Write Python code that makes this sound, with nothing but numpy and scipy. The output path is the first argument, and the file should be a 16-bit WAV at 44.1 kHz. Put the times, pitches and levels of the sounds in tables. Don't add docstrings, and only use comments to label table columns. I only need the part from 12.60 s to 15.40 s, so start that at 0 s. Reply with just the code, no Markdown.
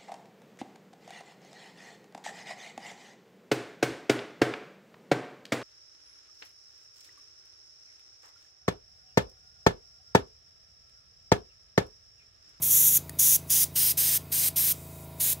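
import sys
import numpy as np
from scipy import signal
from scipy.fft import rfft, irfft
from scipy.io import wavfile
from scipy.ndimage import uniform_filter1d

SR = 44100
rng = np.random.default_rng(int(sys.argv[2]) if len(sys.argv) > 2 else 0)


def nominal_scale(level):
    x = np.asarray(level, float) / 20
    return 10 ** x


def to_wav(sig):
    pcm = np.clip(np.atleast_2d(sig), -1, 1) * 32767
    pcm = np.round(pcm).astype(np.int16)
    wavfile.write(sys.argv[1], SR, pcm.T)


N = 123479


def set_level(x, level_db):
    return x * nominal_scale(level_db) / np.sqrt(np.mean(x ** 2))


def spectrum_gain(points):
    hz, db = np.array(points, float).T
    log_bins = np.log(np.arange(N // 2 + 1) * SR / N + 1)
    log_hz = np.log(np.r_[hz[0] * .7, hz, hz[-1] * 1.3])
    return nominal_scale(np.interp(log_bins, log_hz, np.r_[-60, db, -60]))


def resonance_power(resonances):
    bins = np.arange(N // 2 + 1) * SR / N
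    return sum(nominal_scale(db) ** 2 / (1 + (2 * (bins - hz) / width) ** 6) for hz, width, db in resonances)


def noise(gain):
    spectrum = rfft(rng.standard_normal(N)) * gain
    return set_level(irfft(spectrum, N), 0)


def wander(rate_hz):
    knots = np.arange(int(N / SR * rate_hz * 2) + 3)
    values = uniform_filter1d(rng.standard_normal(len(knots)), size=2)
    return 1.43 * np.interp(np.arange(N) / SR * rate_hz * 2, knots, values)


def valve(t, start_s, length_s, open_s, shut_s, leak_db=-24):
    leak = nominal_scale(leak_db + 900 * np.minimum(t - start_s, 0))
    opening = np.clip((t - start_s) / open_s, 0, 1)
    closing = np.clip((start_s + length_s + shut_s / 2 - t) / shut_s, 0, 1) ** 2
    return np.maximum(opening, leak) * closing


# time_s [s], crank_hz [Hz]
CRANK_SPEED = [(0, 27.41), (.45, 27.4), (.6, 27.335), (1.3, 27.33), (1.5, 27.35), (2.25, 27.34),
               (2.45, 27.24), (2.8, 27.21)]
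# multiple [of crank rate], level_db [dB]
CRANK_ORDERS = [(1, -32), (2, -19.5), (3, -0.5), (4, -8.5), (5, -0.5), (6, -1.5), (7, -24), (8, -15),
                (9, -13.5), (10, -11.5), (11, -11.5), (12, -27.5), (13, -10.5), (14, -23.5), (15, -17.5),
                (16, -13), (17, -23.5), (18, -18), (19, -20.5), (20, -25), (21, -23), (22, -14.5),
                (23, -39), (24, -9.5), (25, -22.5), (26, -26.5), (27, -22), (28, -26), (29, -19.5),
                (30, -31)]
# pitch_hz [Hz], level_db [dB]
CASING_LINES = [(872.1, -75), (925.9, -74), (952.8, -68), (1007, -69.5), (1061, -80), (1087, -87),
                (1120, -92), (1174, -78), (1254, -85), (1389, -75.5)]
# pitch_hz [Hz], width_hz [Hz], level_db [dB]
FAN_RINGS = [(2200, 430, -70), (2530, 82, -71.5), (3770, 61, -70.5), (4950, 400, -75), (14300, 1500, -63),
             (15500, 600, -63)]
# time_s [s], level_db [dB]
HAND_SHADE = [(0, 0.5), (.3, -9), (.55, -1), (1.6, -1.5), (2.1, 0), (2.5, 3), (2.8, 1.5)]
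# pitch_hz [Hz], density_db [dB per Hz]
BENCH_RUMBLE = [(25, -14), (60, 2), (150, 6), (400, -4.5), (650, -3.5), (950, -7), (1300, -8), (1700, -21)]
# time_s [s], level_db [dB]
BENCH_SWELL = [(0, 3.5), (.3, 9), (.6, 2), (1.4, 1), (1.8, 4.5), (2.2, 0.5), (2.5, -4), (2.8, 2)]


def compressor(t):
    crank_hz, hum_db = 27.34, -50.5
    turn = 2 * np.pi * np.cumsum(np.interp(t, *np.array(CRANK_SPEED).T)) / SR
    turn = turn - np.interp(1.4877, t, turn)
    lines = [(round(k), db + hum_db) for k, db in CRANK_ORDERS]
    lines += [(round(hz / crank_hz), db) for hz, db in CASING_LINES]
    shade = nominal_scale(np.interp(t, *np.array(HAND_SHADE).T))
    hum = 0
    for (k, db), chance in zip(lines, rng.standard_normal(len(lines))):
        is_ring = k > 20
        if k < 7:
            phase = -2.64 - 2 * np.pi * .392 * k + np.pi * (k > 4)
        else:
            scatter_rad = 0.058 * (k - 8) * (3 if is_ring else 1)
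            phase = .55 + chance * scatter_rad
        flicker = 1 + 0.081 * min(k / 12, 2) * wander(6.94)
        line_gain = np.sqrt(2) * nominal_scale(db) * flicker * (shade if is_ring else 1)
        hum = hum + line_gain * np.cos(k * turn + phase)
    density = [(hz, width, db - 10 * np.log10(width)) for hz, width, db in FAN_RINGS]
    ring_rms = np.sqrt(sum(nominal_scale(db) ** 2 for _, _, db in FAN_RINGS))
    fan = noise(np.sqrt(resonance_power(density))) * ring_rms
    swell_db = np.interp(t, *np.array(BENCH_SWELL).T)
    return hum + fan + nominal_scale(-60 + swell_db) * noise(spectrum_gain(BENCH_RUMBLE))


# pitch_hz [Hz], density_db [dB per Hz]
BACKGROUND = [(650, -13), (1100, -4), (1240, -13.5), (2060, -10.5), (2600, -12.5), (4810, -12),
              (5820, -15.5), (14200, -7.5), (15900, -13)]


def background():
    return nominal_scale(-55 - 1) * noise(spectrum_gain(BACKGROUND))


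# start_s [s], length_s [s], level_db [dB], roar_db [dB against hiss], leak_db [dB ahead of opening]
SPRAYS = [
    (0.017, 0.09, -23.5, -22.5, -25),
    (0.1, 0.28, -18.5, -23.5, -24),
    (0.586, .181, -19, -22, -32),
    (0.896, 0.15, -20.5, -19, -19.5),
    (1.153, 0.17, -21.5, -17, -22),
    (1.369, 0.21, -22.5, -15, -29),
    (1.716, .176, -23.5, -15, -23),
    (1.957, 0.17, -23.5, -16, -30),
    (2.597, 0.14, -23.5, -16, -24),
]
# pitch_hz [Hz], width_hz [Hz], level_db [dB]
AIM_1 = [(3480, 780, -17.5), (5970, 900, -9.5), (6700, 800, -5.5), (8700, 700, -6), (10400, 1500, -3.5),
         (11800, 700, 0), (13300, 900, 1.5), (14000, 700, 0), (15500, 1000, -1)]
AIM_2 = [(3540, 450, -16), (5950, 890, -6), (6770, 1100, -2), (8470, 740, -7.5), (9600, 770, -2),
         (10500, 950, -2), (11800, 1050, 0.5), (13060, 880, 4), (14500, 1200, -1), (15700, 600, -1.5)]
AIM_3 = [(3540, 520, -15.5), (4980, 620, -15), (5880, 870, -5), (6660, 1160, -2.5), (8400, 810, -8.5),
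         (9500, 600, 0), (10500, 1000, -1.5), (11660, 800, -1), (13000, 950, 1), (14300, 1000, -5),
         (15500, 600, -1.5)]
AIM_4 = [(3390, 740, -12), (5360, 1100, -5), (6470, 1400, -2), (8300, 670, -6), (9370, 850, 0.5),
         (10400, 780, 0), (11400, 800, -5), (12600, 1100, 1.5), (14700, 900, 0), (15800, 650, 1.5)]
AIM_5 = [(3040, 600, -12), (4100, 600, -11), (5070, 640, -5), (6100, 1500, -5.5), (8600, 900, -3.5),
         (9430, 1200, -1), (11200, 1200, -5.5), (12600, 1100, 1.5), (14200, 1250, 2), (15500, 900, 1)]
AIM_6 = [(3980, 700, -12.5), (5160, 1000, -8), (6300, 660, -5.5), (7340, 600, -10.5), (8540, 620, -2),
         (9440, 800, -2.5), (10800, 900, -5.5), (12240, 1200, 1), (13700, 800, -2), (15100, 1100, -2)]
AIM_7 = [(4040, 500, -12.5), (5070, 970, -9.5), (6200, 760, -6.5), (7300, 600, -11), (8700, 940, -2),
         (9570, 700, -3.5), (10700, 600, -7), (12120, 1100, 1), (13000, 800, -3), (14900, 1300, -3)]
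AIM_8 = [(4100, 560, -15), (5570, 1300, -8.5), (6430, 770, -7.5), (7300, 600, -10.5), (8800, 900, -2),
         (9700, 900, -3.5), (10660, 600, -3.5), (12100, 1250, 4), (13000, 800, 0.5), (14700, 700, -1),
         (15600, 600, -1)]
AIM_9 = [(3900, 900, -13), (5600, 1100, -10.5), (6900, 1200, -3.5), (8470, 570, -2), (9930, 1400, 0),
         (11730, 1060, 4), (13500, 800, -2), (14400, 900, -3), (15400, 800, 0.5)]
# pitch_hz [Hz], density_db [dB per Hz]
BARE_JET = [(4300, -32), (5250, -24), (5600, -12), (6500, -3), (8000, -2), (9500, -1), (12500, 2),
            (15700, -4)]
# pitch_hz [Hz], density_db [dB per Hz]
JET_ROAR = [(450, -17.5), (900, -13), (1300, -11.5), (1900, -4.5), (2600, -2.5), (3200, 0), (4400, -1),
            (5400, -2.5), (6200, -8.5)]
# pitch_hz [Hz], density_db [dB per Hz]
TRAPPED_AIR = [(1200, -24), (2500, -15), (4500, -6), (6000, -5), (8000, -3), (11000, 0), (14000, -1),
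               (15800, -6)]
# time_s [s], level_db [dB]
FINGER_PRESSURE = [(.26, 0), (.28, 1), (.3, -4), (.334, -2), (.356, 0.5), (1.72, -1.5), (1.83, -1),
                   (1.86, -0.5), (1.92, 0.5), (2.6, -0.5), (2.74, -1.5)]


def airbrush(t):
    open_s, shut_s, bleed_t60_s = 0.0087, 0.011, .12
    aims = (AIM_1, AIM_2, AIM_3, AIM_4, AIM_5, AIM_6, AIM_7, AIM_8, AIM_9)
    jet_power = (spectrum_gain(BARE_JET) * nominal_scale(-7.5)) ** 2
    roar = noise(spectrum_gain(JET_ROAR))
    bleed = noise(spectrum_gain(TRAPPED_AIR)) * nominal_scale(-16.5 + 2 * wander(60))
    out = 0
    for (start_s, length_s, level_db, roar_db, leak_db), aim in zip(SPRAYS, aims):
        hiss = noise(np.sqrt(resonance_power(aim) + jet_power))
        flow = valve(t, start_s, length_s, open_s, shut_s, leak_db)
        after = t - start_s - length_s
        emptying = (after > -shut_s / 2) * nominal_scale(-60 * np.maximum(after, 0) / bleed_t60_s)
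        out = out + nominal_scale(level_db) * (flow * (hiss + nominal_scale(roar_db) * roar) + bleed * emptying)
    pressure_db = np.interp(t, *np.array(FINGER_PRESSURE).T)
    return out * nominal_scale(pressure_db + 0.44 * wander(45.3))


def room(x, t):
    room_db, t60_s, dull_hz = -9, .23, 2200
    age = t[:SR // 2]
    tail = rng.standard_normal(len(age)) * nominal_scale(-60 * age / t60_s) * (age > .003)
    tail = tail / np.sqrt(np.sum(tail ** 2))
    dull = signal.lfilter(*signal.butter(1, dull_hz, fs=SR), x)
    return signal.fftconvolve(dull, tail)[:N] * nominal_scale(room_db)


# pitch_hz [Hz], density_db [dB per Hz]
TRIGGER_CRACK = [(1200, -25), (1800, 9), (2400, -7), (6000, -4), (9000, 4), (15500, -2)]
# pitch_hz [Hz], level_db [dB], t60_s [s]
TRIGGER_MODES = [(1910, -44, .016), (2520, -45, 0.011), (4600, -43, .01), (5370, -41, 0.011)]


def tick(t):
    hit_s, crack_t60_s, tail_t60_s = .4946, 0.0073, .04
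    age = np.maximum(t - hit_s, 0)
    fade = nominal_scale(-60 * age / crack_t60_s) + nominal_scale(-15 - 60 * age / tail_t60_s)
    crack = noise(spectrum_gain(TRIGGER_CRACK)) * nominal_scale(-28) * fade
    body = sum(nominal_scale(db - 60 * age / t60_s) * np.sin(2 * np.pi * hz * age) for hz, db, t60_s in TRIGGER_MODES)
    return (crack + body) * (t >= hit_s)


# start_s [s], length_s [s], level_db [dB]
SEEPS = [
    (0.856, 0.029, -54),
    (2.13, 0.33, -53.5),
    (2.56, .04, -58),
]
# pitch_hz [Hz], density_db [dB per Hz]
SEEP_SPECTRUM = [(2940, -43), (5000, -15), (5530, -19), (5620, -13), (8640, -5.5), (10400, -10),
                 (12800, -8), (13800, -4), (15900, -7)]


def seep(t):
    air = noise(spectrum_gain(SEEP_SPECTRUM)) * nominal_scale(0.9 * wander(20))
    flow = sum(nominal_scale(db) * valve(t, start_s, length_s, open_s=0.03, shut_s=0.017)
               for start_s, length_s, db in SEEPS)
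    return air * flow


def scene():
    t = np.arange(N) / SR
    near = airbrush(t) + tick(t)
    mono = near + room(near, t) + seep(t) + compressor(t) + background()
    return np.array([mono, mono])


def roll_off(x):
    return signal.sosfilt(signal.butter(12, 16830, fs=SR, output="sos"), x)


def record(dry):
    low_pass = signal.ellip(14, .2, 80, 15720, fs=SR, output="sos")
    finished = signal.sosfilt(low_pass, dry)
    return roll_off(finished)


dry = scene()
out = record(dry)
to_wav(out)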